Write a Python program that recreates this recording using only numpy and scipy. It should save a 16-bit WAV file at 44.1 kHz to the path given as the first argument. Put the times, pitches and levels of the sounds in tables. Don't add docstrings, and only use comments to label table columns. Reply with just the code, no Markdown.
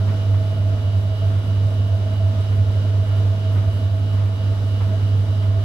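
import sys
import numpy as np
from scipy.fft import rfft, irfft, next_fast_len
from scipy.io import wavfile
from scipy.ndimage import uniform_filter1d, map_coordinates

SR = 44100
rng = np.random.default_rng(int(sys.argv[2]) if len(sys.argv) > 2 else 0)


def generate_wav(signal):
    frames = np.transpose(np.atleast_2d(signal))
    scaled = np.clip(frames, -1, 1) * 32767
    pcm = np.round(scaled).astype(np.int16)
    wavfile.write(sys.argv[1], SR, pcm)


N = 248724
T = np.arange(N) / SR
HUM_HZ, STROKE_HZ, DRUM_MOTOR_HZ, BLOWER_HZ = 100.26, 48.582, 46.5, 47.097
TOGETHER_S = .28


def amp(db):
    return 10 ** (np.asarray(db) / 20)


def unit(x):
    return x / np.sqrt(np.mean(x ** 2) + 1e-20)


def along(points, hz):
    f, v = np.transpose(points)
    return np.interp(np.log(hz + 1), np.log(f + 1), v)


def wobble(rate):
    return map_coordinates(rng.standard_normal(int(N * rate / SR) + 4), [T * rate])


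def filtered(x, response):
    size = next_fast_len(N + SR // 4)
    return irfft(rfft(x, size) * response(np.fft.rfftfreq(size, 1 / SR)), size)[..., :N]


def slope(points):
    return lambda hz: amp(along(points, hz))


def resonances(modes):
    return lambda hz: np.sqrt(sum((amp(db) / (1 + (2 * (hz - centre) / width) ** 2)) ** 2
                                  for centre, width, db in modes))


def rush(colour, correlation=None):
    # f/Hz, left-right correlation
    room_correlation = [(100, 0.16), (200, 0.86), (400, 0.97), (700, 0.79), (1200, 0.13), (1700, -0.31),
                        (2400, 0.31), (5000, -0.09)]
    # f/Hz, left minus right level/dB
    balance = [(100, -2.5), (200, -2.5), (380, 0), (1600, 0.5), (2400, -3.5), (3900, 0), (5200, -3),
               (6800, -1), (8500, -3.5), (15000, -1.5)]

    def mid_and_side(hz):
        angle = np.arccos(np.clip(along(correlation or room_correlation, hz), -1, 1)) / 2
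        return colour(hz) * np.array([np.cos(angle), np.sin(angle)])

    mid, side = filtered(rng.standard_normal((2, N)), mid_and_side)
    stereo = np.array([mid + side, mid - side])
    return unit(filtered(stereo, lambda hz: amp(np.outer([.5, -.5], along(balance, hz)))))


def tones(rows, base_hz, drift_hz):
    # f/Hz, lag of the left side/rad
    lags = [(280, 0), (850, .8), (1130, 2.0), (1410, 1.5), (2770, 1.2), (2820, 2.2), (2866, 2.9),
            (2915, 1.6), (2965, 1.2), (3110, 1.2), (3210, 2.2), (3935, .9), (4660, 1.2), (5300, 2.3)]
    turns = np.cumsum(base_hz + drift_hz * wobble(2.96)) / SR
    out = np.zeros((2, N))
    for order, left_db, right_db in rows:
        phase = rng.uniform(0, 2 * np.pi) + np.array([[0], [along(lags, order * base_hz)]])
        out += np.sqrt(2) * amp([[left_db], [right_db]]) * np.sin(2 * np.pi * order * turns + phase)
    return out


def steady(x, seconds):
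    power = uniform_filter1d(np.mean(x ** 2, axis=0), int(seconds * SR))
    return x / np.sqrt(np.abs(power) + 1e-9)


def contacts(rows):
    out = np.zeros(N)
    for onset, db, rise in rows:
        age = np.maximum(T - onset, 0) / rise
        out += amp(db) * age * np.exp(1 - age)
    return out


def walls(x, strength, count=14):
    out = x.copy()
    for side in range(2):
        delays_s = rng.uniform(.003, .03, count)
        for delay, gain in zip(delays_s, rng.choice([-strength, strength], count)):
            out[side] += gain * np.roll(x[side], int(delay * SR))
    return unit(out)


def slip(in_step_s):
    return 2 * np.pi * (HUM_HZ - 2 * STROKE_HZ) * (T - in_step_s)


def shell_orders(count=115, floor_db=-76):
    # f/Hz, width/Hz, left level/dB, right level/dB
    shell = np.array([(2889, 130, -55.5, -52), (3175, 170, -72, -62.5), (3768, 220, -66, -74),
                      (3930, 60, -59, -63.5), (4350, 110, -71.5, -70.5), (4654, 110, -64.5, -67),
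                      (5000, 130, -72.5, -72), (5330, 44, -72, -65)])
    order = np.arange(1, count)
    responses = [resonances(np.c_[shell[:, :2], db]) for db in shell[:, 2:].T]
    left_db, right_db = (20 * np.log10(response(order * STROKE_HZ)) for response in responses)
    return np.c_[order, left_db, right_db][np.maximum(left_db, right_db) > floor_db]


def compressor():
    # f/Hz, width/Hz, relative level/dB
    pipes = [(8520, 2600, -2.5), (10570, 720, -2), (11700, 190, 0.5), (12320, 600, 1.5), (13280, 250, -7)]
    throb_db = np.array([[.6], [3.1]]) * np.cos(slip(in_step_s=.22)) + .5 * wobble(18)
    buzz = tones(shell_orders(), STROKE_HZ, drift_hz=0.011) * amp(throb_db)
    flicker = amp(1.3 * wobble(22))
    ripple = 1 + .12 * np.cos(2 * np.pi * STROKE_HZ * T)
    hiss = amp([[-67.5], [-60.5]]) * flicker * ripple * rush(resonances(pipes))
    return buzz + hiss


def cabinet():
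    drum_motor = amp(-49) * np.sin(2 * np.pi * DRUM_MOTOR_HZ * (T - TOGETHER_S))
    compressor_rotor = amp(-46) * np.sin(2 * np.pi * STROKE_HZ * (T - TOGETHER_S))
    return np.sqrt(2) * amp([[-1.3], [1.3]]) * (drum_motor + compressor_rotor)


def pillows():
    # t/s, peak level/dB, rise time/s
    thumps = [(.06, -33.5, 0.031), (.36, -36, 0.033), (.51, -34, 0.039), (1.30, -33.5, 0.012),
              (1.46, -34, 0.015), (2.55, -32, 0.019), (2.80, -39, 0.016), (3.54, -38, 0.045),
              (4.84, -38.5, 0.035)]
    brushes = [(.068, -40.5, 0.018), (.339, -40.5, 0.007), (1.25, -51, 0.087), (2.505, -46.5, 0.022),
               (3.05, -47.5, 0.039), (3.552, -42.5, 0.023), (4.16, -51, .05), (4.804, -39, .012),
               (5.426, -42.5, 0.0072)]
    # f/Hz, relative level/dB
    thud_spectrum = [(50, -2), (150, 4), (250, -0.5), (330, -10.5), (500, -9), (900, -41), (3000, -46.5)]
    cloth_spectrum = [(200, -6.5), (550, 3.5), (1200, 4.5), (2400, -4.5), (4500, -19), (12000, -47)]
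    landing = contacts(thumps) * rush(slope(thud_spectrum))
    sliding = amp(-52 + 2 * wobble(14))
    grain = amp(0.59 * wobble(90))
    cloth = (contacts(brushes) + sliding) * grain * rush(slope(cloth_spectrum))
    return landing + cloth


def blower():
    # f/Hz, relative level/dB
    air_spectrum = [(25, -11.5), (55, 0), (300, 1.5), (560, -1.5), (780, -7), (1400, -6.5), (2000, -14),
                    (2650, -17), (3200, -12.5), (3920, -13), (4080, -17.5), (5500, -19.5), (7500, -28.5),
                    (15500, -38)]
    # f/Hz, width/Hz, relative level/dB
    duct_modes = [(647.3, 11.2, 1), (662.8, 22.4, -5), (630, 41, -8.5)]
    cavity_modes = [(312, 6.6, 6), (504, 67, 3), (600, 7, 6), (650, 65, 10), (1435, 28, 1)]
    # t/s, relative level/dB
    whine_levels = [(0, -41), (.8, -39), (.95, -43), (1.25, -38), (1.38, -45), (2.12, -38), (2.33, -37.5),
                    (2.52, -45), (2.65, -42.5), (3.55, -39), (4.27, -44), (4.84, -44.5), (4.94, -35),
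                    (5.02, -47), (5.4, -43), (5.6, -38)]
    # shaft order, left level/dB, right level/dB
    blades = [(6, -46.5, -50.5), (12, -58, -58), (18, -54, -62), (24, -68, -57.5), (30, -62, -75)]
    air_db = -38.5 + 0.31 * wobble(1.5) + 0.63 * wobble(8.1)
    air = amp(air_db) * walls(rush(slope(air_spectrum)), strength=0.085)
    whine_db = np.interp(T, *np.transpose(whine_levels)) + 0.5
    whine = amp(whine_db) * steady(rush(resonances(duct_modes), [(640, 0.95)]), seconds=0.16)
    cavity = amp(-48.5) * rush(resonances(cavity_modes), [(600, -0.59)])
    return air + whine + cavity + tones(blades, BLOWER_HZ, drift_hz=0.018)


def drum():
    # f/Hz, width/Hz, relative level/dB
    modes = [(67.7, 16, -12.5), (90.6, 15.1, -.7), (115.3, 23, -15.5), (152, 26, -16.5), (194, 24, -19),
             (228, 15.5, -19), (259.3, 18.2, -19), (456, 66, -27)]
    return amp(-28.5 + 0.5 * wobble(15)) * rush(resonances(modes), correlation=[(100, 1.0)])


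def motor():
    # harmonic number, left level/dB, right level/dB
    partials = [(1, -19.7, -16.8), (2, -46, -49), (4, -52.5, -64), (5, -64, -53)]
    # t/s, level change/dB
    swells = [(.3, 2.5), (1.19, -3.5), (1.42, -1.5), (1.66, 4), (2.13, -1), (2.61, 3.5), (3.2, 1.5),
              (3.57, 0), (3.74, -3.5), (4.35, -4.5), (4.57, -6), (5.05, 4), (5.15, 2.5)]
    rock_depth_db, second_order_db, swell_s = 0.36, -17, .025
    phase = 2 * np.pi * np.cumsum(HUM_HZ + 0.043 * wobble(3.6)) / SR
    rocking_db = rock_depth_db * np.cos(2 * np.pi * (STROKE_HZ - DRUM_MOTOR_HZ) * (T - TOGETHER_S))
    swell_db = 0.4 * wobble(7.8) + sum(db * np.exp(-((T - s) / swell_s) ** 2) for s, db in swells)
    beating = np.sin(phase) + amp(second_order_db) * np.sin(phase - slip(in_step_s=.012))
    fundamental = np.sqrt(2) * np.outer(amp(partials[0][1:]), amp(rocking_db + swell_db) * beating)
    return fundamental + tones(partials[1:], HUM_HZ, drift_hz=0.091)


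def scene():
    return motor() + cabinet() + drum() + blower() + compressor() + pillows()


def record(dry):
    return filtered(dry, lambda hz: hz < 15740)


dry = scene()
out = record(dry)
generate_wav(out)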